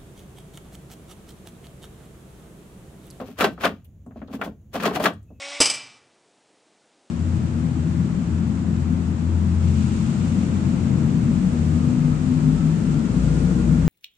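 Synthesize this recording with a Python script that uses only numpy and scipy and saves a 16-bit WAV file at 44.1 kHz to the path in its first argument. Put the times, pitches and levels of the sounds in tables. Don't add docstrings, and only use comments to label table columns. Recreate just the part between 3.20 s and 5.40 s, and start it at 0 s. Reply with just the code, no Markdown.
import sys
import numpy as np
from scipy import signal
from scipy.fft import rfft, irfft
from scipy.io import wavfile
from scipy.ndimage import uniform_filter1d

SR = 44100
rng = np.random.default_rng(int(sys.argv[2]) if len(sys.argv) > 2 else 0)


def wrap_up_sound(samples):
    columns = np.atleast_2d(samples).T
    tamed = np.clip(columns, -1, 1)
    steps = np.round(tamed * 32767).astype(np.int16)
    wavfile.write(sys.argv[1], SR, steps)


N = 97020
T = np.arange(N) / SR
HZ = np.fft.rfftfreq(8192, 1 / SR)


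def amp(db):
    return 10 ** (np.asarray(db) / 20)


def unit(x):
    return x / np.sqrt(np.mean(x ** 2) + 1e-20)


def decay(t, t60):
    return np.exp(-np.log(1000) * t / t60)


def read(points, hz):
    f, value = np.transpose(points)
    return np.interp(np.log(hz + 1), np.log(f + 1), value)


def add(mix, start_s, sound):
    part = mix[:, max(round(start_s * SR), 0):][:, :sound.shape[1]]
    part += sound[:, :part.shape[1]]


def colour(x, gain):
    size = 2 * (len(gain) - 1)
    cepstrum = irfft(np.log(np.maximum(gain, 1e-5)))
    cepstrum[1:size // 2] *= 2
    cepstrum[size // 2 + 1:] = 0
    response = irfft(np.exp(rfft(cepstrum)))[None, :size // 2]
    return signal.fftconvolve(x, response, axes=1)[:, :x.shape[1]]


def pair(x):
    # hz, correlation
    likeness = [(100, 0.98), (500, 0.92), (1100, 0.64), (2000, 0.37), (4000, 0.5), (10000, .3)]
    size = x.shape[1]
    same = np.clip(read(likeness, np.fft.rfftfreq(size, 1 / SR)), -1, 1)
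    a, b = rfft(x)
    mid = a * np.sqrt((1 + same) / 2)
    side = b * np.sqrt((1 - same) / 2)
    return irfft(np.array([mid + side, mid - side]), size)


def tail(t60s, size=16384):
    hz, t = np.fft.rfftfreq(size, 1 / SR), np.arange(size) / SR
    spectrum = rfft(pair(rng.choice([-1., 1.], (2, size))))
    centres_hz = np.array(t60s)[:, 0]
    out = 0
    for share, (_, t60) in zip(np.eye(len(t60s)), t60s):
        band = irfft(spectrum * read(np.c_[centres_hz, share], hz), size)
        fade = decay(t, t60)
        out = out + band * fade / np.linalg.norm(fade)
    power = (abs(rfft(out, 2 * len(HZ) - 2)) ** 2).mean(0)
    smooth_power = uniform_filter1d(power, size=25)
    return colour(out, (smooth_power + 1e-9) ** -.5)


def rumble():
    # hz, gain_db
    air = [(20, -28), (38, -13.5), (60, 1.5), (95, 3.5), (130, -6), (220, -9.5), (330, -22.5), (600, -30),
           (1050, -43.5), (3000, -48), (5200, -57.5), (6700, -41.5), (8000, -55.5), (15500, -49)]
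    noise = pair(rng.standard_normal((2, N)))
    return amp(-47) * unit(colour(noise, amp(read(air, HZ))))


def slips():
    slips_per_s, spread_db = 1700, 1.77
    size = amp(spread_db * np.minimum(rng.exponential(1, (2, N)), 3))
    sign = rng.choice([-1., 1.], (2, N))
    happens = rng.random((2, N)) < slips_per_s / SR
    return unit(size * sign * happens)


def scrapes():
    # loudest_s, rise_s, fall_s, rub_db, hiss_db
    strokes = [(0.004, 0.082, 0.08, -23.5, -18.5), (0.066, 0.022, 0.11, -29, -16),
               (0.117, 0.012, 0.058, -37.5, -22), (0.188, 0.01, 0.063, -10.5, -3),
               (0.21, 0.021, 0.05, 2.5, 6), (0.24, 0.0044, 0.035, 4.5, 5), (0.335, 0.05, 0.036, -43, -22),
               (0.409, 0.0056, 0.11, -16, -10.5), (0.453, 0.038, 0.034, 1, 1),
               (0.492, 0.0026, 0.0091, -14, -13), (0.971, 0.027, 0.13, -37, -46.5),
               (1.144, 0.034, 0.035, -17.5, -9.5), (1.215, 0.0024, 0.0093, -17.5, -4),
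               (1.249, 0.043, 0.045, -18, -10), (1.538, 0.0094, 0.035, -15.5, -4),
               (1.56, 0.018, 0.04, -8, -3), (1.603, 0.0078, 0.036, -9, -10),
               (1.635, 0.021, 0.036, -5.5, 1.5), (1.657, 0.0096, 0.044, 2, 2),
               (1.712, .02, 0.018, -15.5, -22), (1.759, 0.032, 0.031, -3.5, 1),
               (1.799, 0.0035, 0.055, -7.5, -4.5), (1.844, 0.032, 0.044, -4, 5.5),
               (1.861, 0.024, 0.029, 2.5, 4)]
    # hz, gain_db
    hiss_spectrum = [(500, -14.5), (2500, 7.5), (4500, 2), (6500, 1.5), (8500, -1.5), (12000, -0.5),
                     (14500, 3), (16000, -6.5)]
    rub_gain_db, hiss_gain_db, left_db = -9.5, -37.5, 2.5
    catches_per_s, catch_db = 410, 1.5
    rub_corner_hz = 232
    rub_power, hiss_power = 0, 0
    for loudest_s, rise_s, fall_s, rub_db, hiss_db in strokes:
        distance = np.maximum((loudest_s - T) / rise_s, (T - loudest_s) / fall_s)
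        swell = np.exp(-np.log(100) * np.minimum(distance, 10))
        rub_power = rub_power + swell * amp(rub_db) ** 2
        hiss_power = hiss_power + swell * amp(hiss_db) ** 2
    catching = np.interp(T * catches_per_s, np.arange(N), rng.standard_normal(N))
    grip = unit(amp(catch_db * catching))
    fizz = unit(colour(slips(), amp(read(hiss_spectrum, HZ)))) * amp([[left_db], [-left_db]])
    rub = colour(np.sqrt(rub_power) * grip * pair(slips()), HZ / np.hypot(HZ, rub_corner_hz))
    hiss = np.sqrt(hiss_power) * grip * fizz
    return amp(rub_gain_db) * rub, amp(hiss_gain_db) * hiss


def boom(t):
    # pitch_hz, level_db (relative), t60_s
    modes = [(229.3, -1, 0.18), (261.1, -0.5, .19)]
    out = 0
    for hz, db, t60 in modes:
        out = out + amp(db) * decay(t, t60) * np.sin(2 * np.pi * (hz * t + rng.random()))
    return out * np.minimum(t / 0.014, 1)


def knocks():
    # start_s, strength_db, corner_hz (brightness),
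    # thud_db (bass), pitch_hz (struck part)
    contacts = [(0.001, -13.5, 1460, 7.5, 580), (0.015, -11.5, 1000, 4.5, 510),
                (0.087, -18.5, 796, 8.5, 420), (0.2011, -3.5, 3010, -18, 1216),
                (0.2098, -5.5, 3400, -8.5, 1264), (0.2158, 0.5, 2100, 0.5, 1410),
                (0.2224, -0.5, 1800, 1.5, 1318), (0.2421, 0.5, 4200, -2, 1554), (0.2469, 3, 2300, 1, 404),
                (0.378, -18.5, 1720, 4, 1305), (0.4364, -0.5, 2740, -24, 1378),
                (0.4426, 1.5, 1960, -11.5, 1497), (0.4541, 1, 3750, -7.5, 1412), (0.461, 1, 2620, -5, 1227),
                (0.512, -26.5, 1490, 11.5, 424), (0.863, -24, 970, 13, 722), (0.909, -29, 1700, 4, 1044),
                (0.959, -19.5, 840, 9, 622), (1.017, -19, 1920, 11, 613), (1.083, -24, 1200, 5, 523),
                (1.097, -21, 960, 7.5, 428), (1.137, -14, 1260, 12.5, 590), (1.193, -19.5, 1010, 9, 434),
                (1.214, -3, 2770, -14, 1395), (1.220, -6.5, 1830, -5.5, 1537), (1.262, -10.5, 965, 2, 663),
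                (1.277, -15, 817, 5, 506), (1.5445, -10.5, 1100, 5, 519), (1.5548, -3, 1293, 0, 706),
                (1.6, -12, 3020, 8, 1740), (1.612, -16.5, 1300, 10, 1170), (1.64, -2, 1750, -9.5, 1160),
                (1.656, -5, 5150, 0, 650), (1.667, -4.5, 1248, 6.5, 432), (1.680, -2.5, 1310, 6, 1070),
                (1.712, -6, 1520, -2.5, 435), (1.7591, -5, 3590, 0, 420), (1.767, -3, 1170, 0, 736),
                (1.802, -1.5, 1170, -1.5, 610), (1.840, -8, 1990, 4, 409), (1.849, -6, 650, 7, 322),
                (1.857, 5.5, 3700, -15.5, 1696), (1.866, -1, 1890, -3, 1106), (2.104, -24, 658, 4.5, 596)]
    # hz, t60_s
    rattle = [(100, 0.74), (250, 0.25), (520, 0.16), (1500, 0.076), (4000, 0.11), (12000, .045)]
    knock_db, click_db, clank_db, boom_db = 16.5, -12.5, -34, -49.5
    click_growth = 0.26
    boom_growth = 0.72
    thud_corner_hz, thud_share = 376, 0.81
    contact_order = 3.26
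    out, t = np.zeros((2, N)), T[:N // 8]
    for start_s, db, corner_hz, thud_db, pitch_hz in contacts:
        blow = tail(rattle, size=6144)
        clank = decay(t, 0.057) * np.cos(2 * np.pi * pitch_hz * t)
        add(blow, 0, amp(clank_db + click_growth * db) * clank[None])
        blow[:, 0] += amp(click_db + click_growth * db)
        softness = (1 + (HZ / corner_hz) ** (2 * contact_order)) ** -.5
        bass_lift = amp(thud_share * thud_db / (1 + (HZ / thud_corner_hz) ** 4))
        add(out, start_s, amp(knock_db + db) * colour(blow, softness * bass_lift))
        boom_gain = amp(knock_db + boom_db + boom_growth * db + thud_db)
        add(out, start_s, boom_gain * boom(t)[None])
    return out


def frame(force):
    # hz, gain_db
    broad = [(40, -40), (110, -11.5), (170, 5), (300, 1), (500, -5), (680, 2), (920, -4), (1350, -3),
             (2000, -6.5), (3000, -8), (5000, -16), (8000, -25.5), (16000, -34.5)]
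    # pitch_hz, width_hz, lift_db
    modes = [(179, 13, 4), (212.1, 22.6, 6), (289.7, 25, 5.5), (433.3, 39.8, 7), (515.3, 80, 7),
             (614.4, 19, 3.5), (1087, 40, 5.5), (1179, 53, 3), (1337, 25, 3), (1379, 110, 1.5),
             (1540, 24, 4.5), (1870, 30, 4.5), (2306, 25, 4.5), (2620, 77, 2.5), (3320, 75, 4.5)]
    # hz, lean_db (up on the left, down on the right)
    left_lean = [(60, -2), (250, 0.37), (600, 0.82), (1300, 2), (4000, 0.83), (15000, -0.8)]
    right_lag_s = .00004
    lift_db = sum(db / (1 + (2 * (HZ - hz) / width) ** 2) for hz, width, db in modes)
    left, right = rfft(colour(force, amp(read(broad, HZ) + lift_db)))
    hz = np.fft.rfftfreq(N, 1 / SR)
    lean = amp(read(left_lean, hz))
    lag = np.exp(-2j * np.pi * hz * right_lag_s)
    return irfft(np.array([left * lean, right / lean * lag]), N)


def linger(sound):
    # hz, t60_s
    ring = [(100, 0.25), (250, 0.34), (480, 0.18), (1500, 0.2), (4000, 0.22), (12000, 0.16)]
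    return amp(-14.5) * signal.fftconvolve(sound, tail(ring), axes=1)[:, :N]


def ticks():
    # start_s, pitch_hz, level_db (before rise and decay)
    touches = [(0.644, 12970, -52.5), (0.647, 3000, -60.5), (0.861, 8000, -65), (1.074, 3470, -55),
               (1.934, 8400, -56), (2.027, 8170, -66)]
    rise_s, t60_s = 0.0022, 0.075
    q, skirt = 3.9, 0.62
    out, t = np.zeros((2, N)), T[:len(HZ)]
    for start_s, hz, db in touches:
        band = (1 + (2 * q * (HZ / hz - 1)) ** 2) ** -skirt
        burst = unit(colour(rng.standard_normal((2, len(t))), band))
        add(out, start_s, amp(db) * burst * np.minimum(t / rise_s, 1) * decay(t, t60_s))
    return out


def whistle():
    start_s, rise_s, pitch_hz, width_hz = 2.04, 0.059, 2590, 130
    band = 1 / (1 + (2 * (HZ - pitch_hz) / width_hz) ** 2)
    tone = unit(colour(rng.standard_normal((1, N)), band))
    return amp(-76) * tone * np.clip((T - start_s) / rise_s, 0, 1)


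def scene():
    rub, hiss = scrapes()
    crank = frame(knocks() + rub) + hiss + ticks()
    return crank + linger(crank) + rumble() + whistle()


def record(dry):
    edge_hz = 15800
    low_pass = signal.firwin(511, edge_hz, window=("kaiser", 9), fs=SR)
    return signal.oaconvolve(dry, low_pass[None], "same")


dry = scene()
out = record(dry)
wrap_up_sound(out)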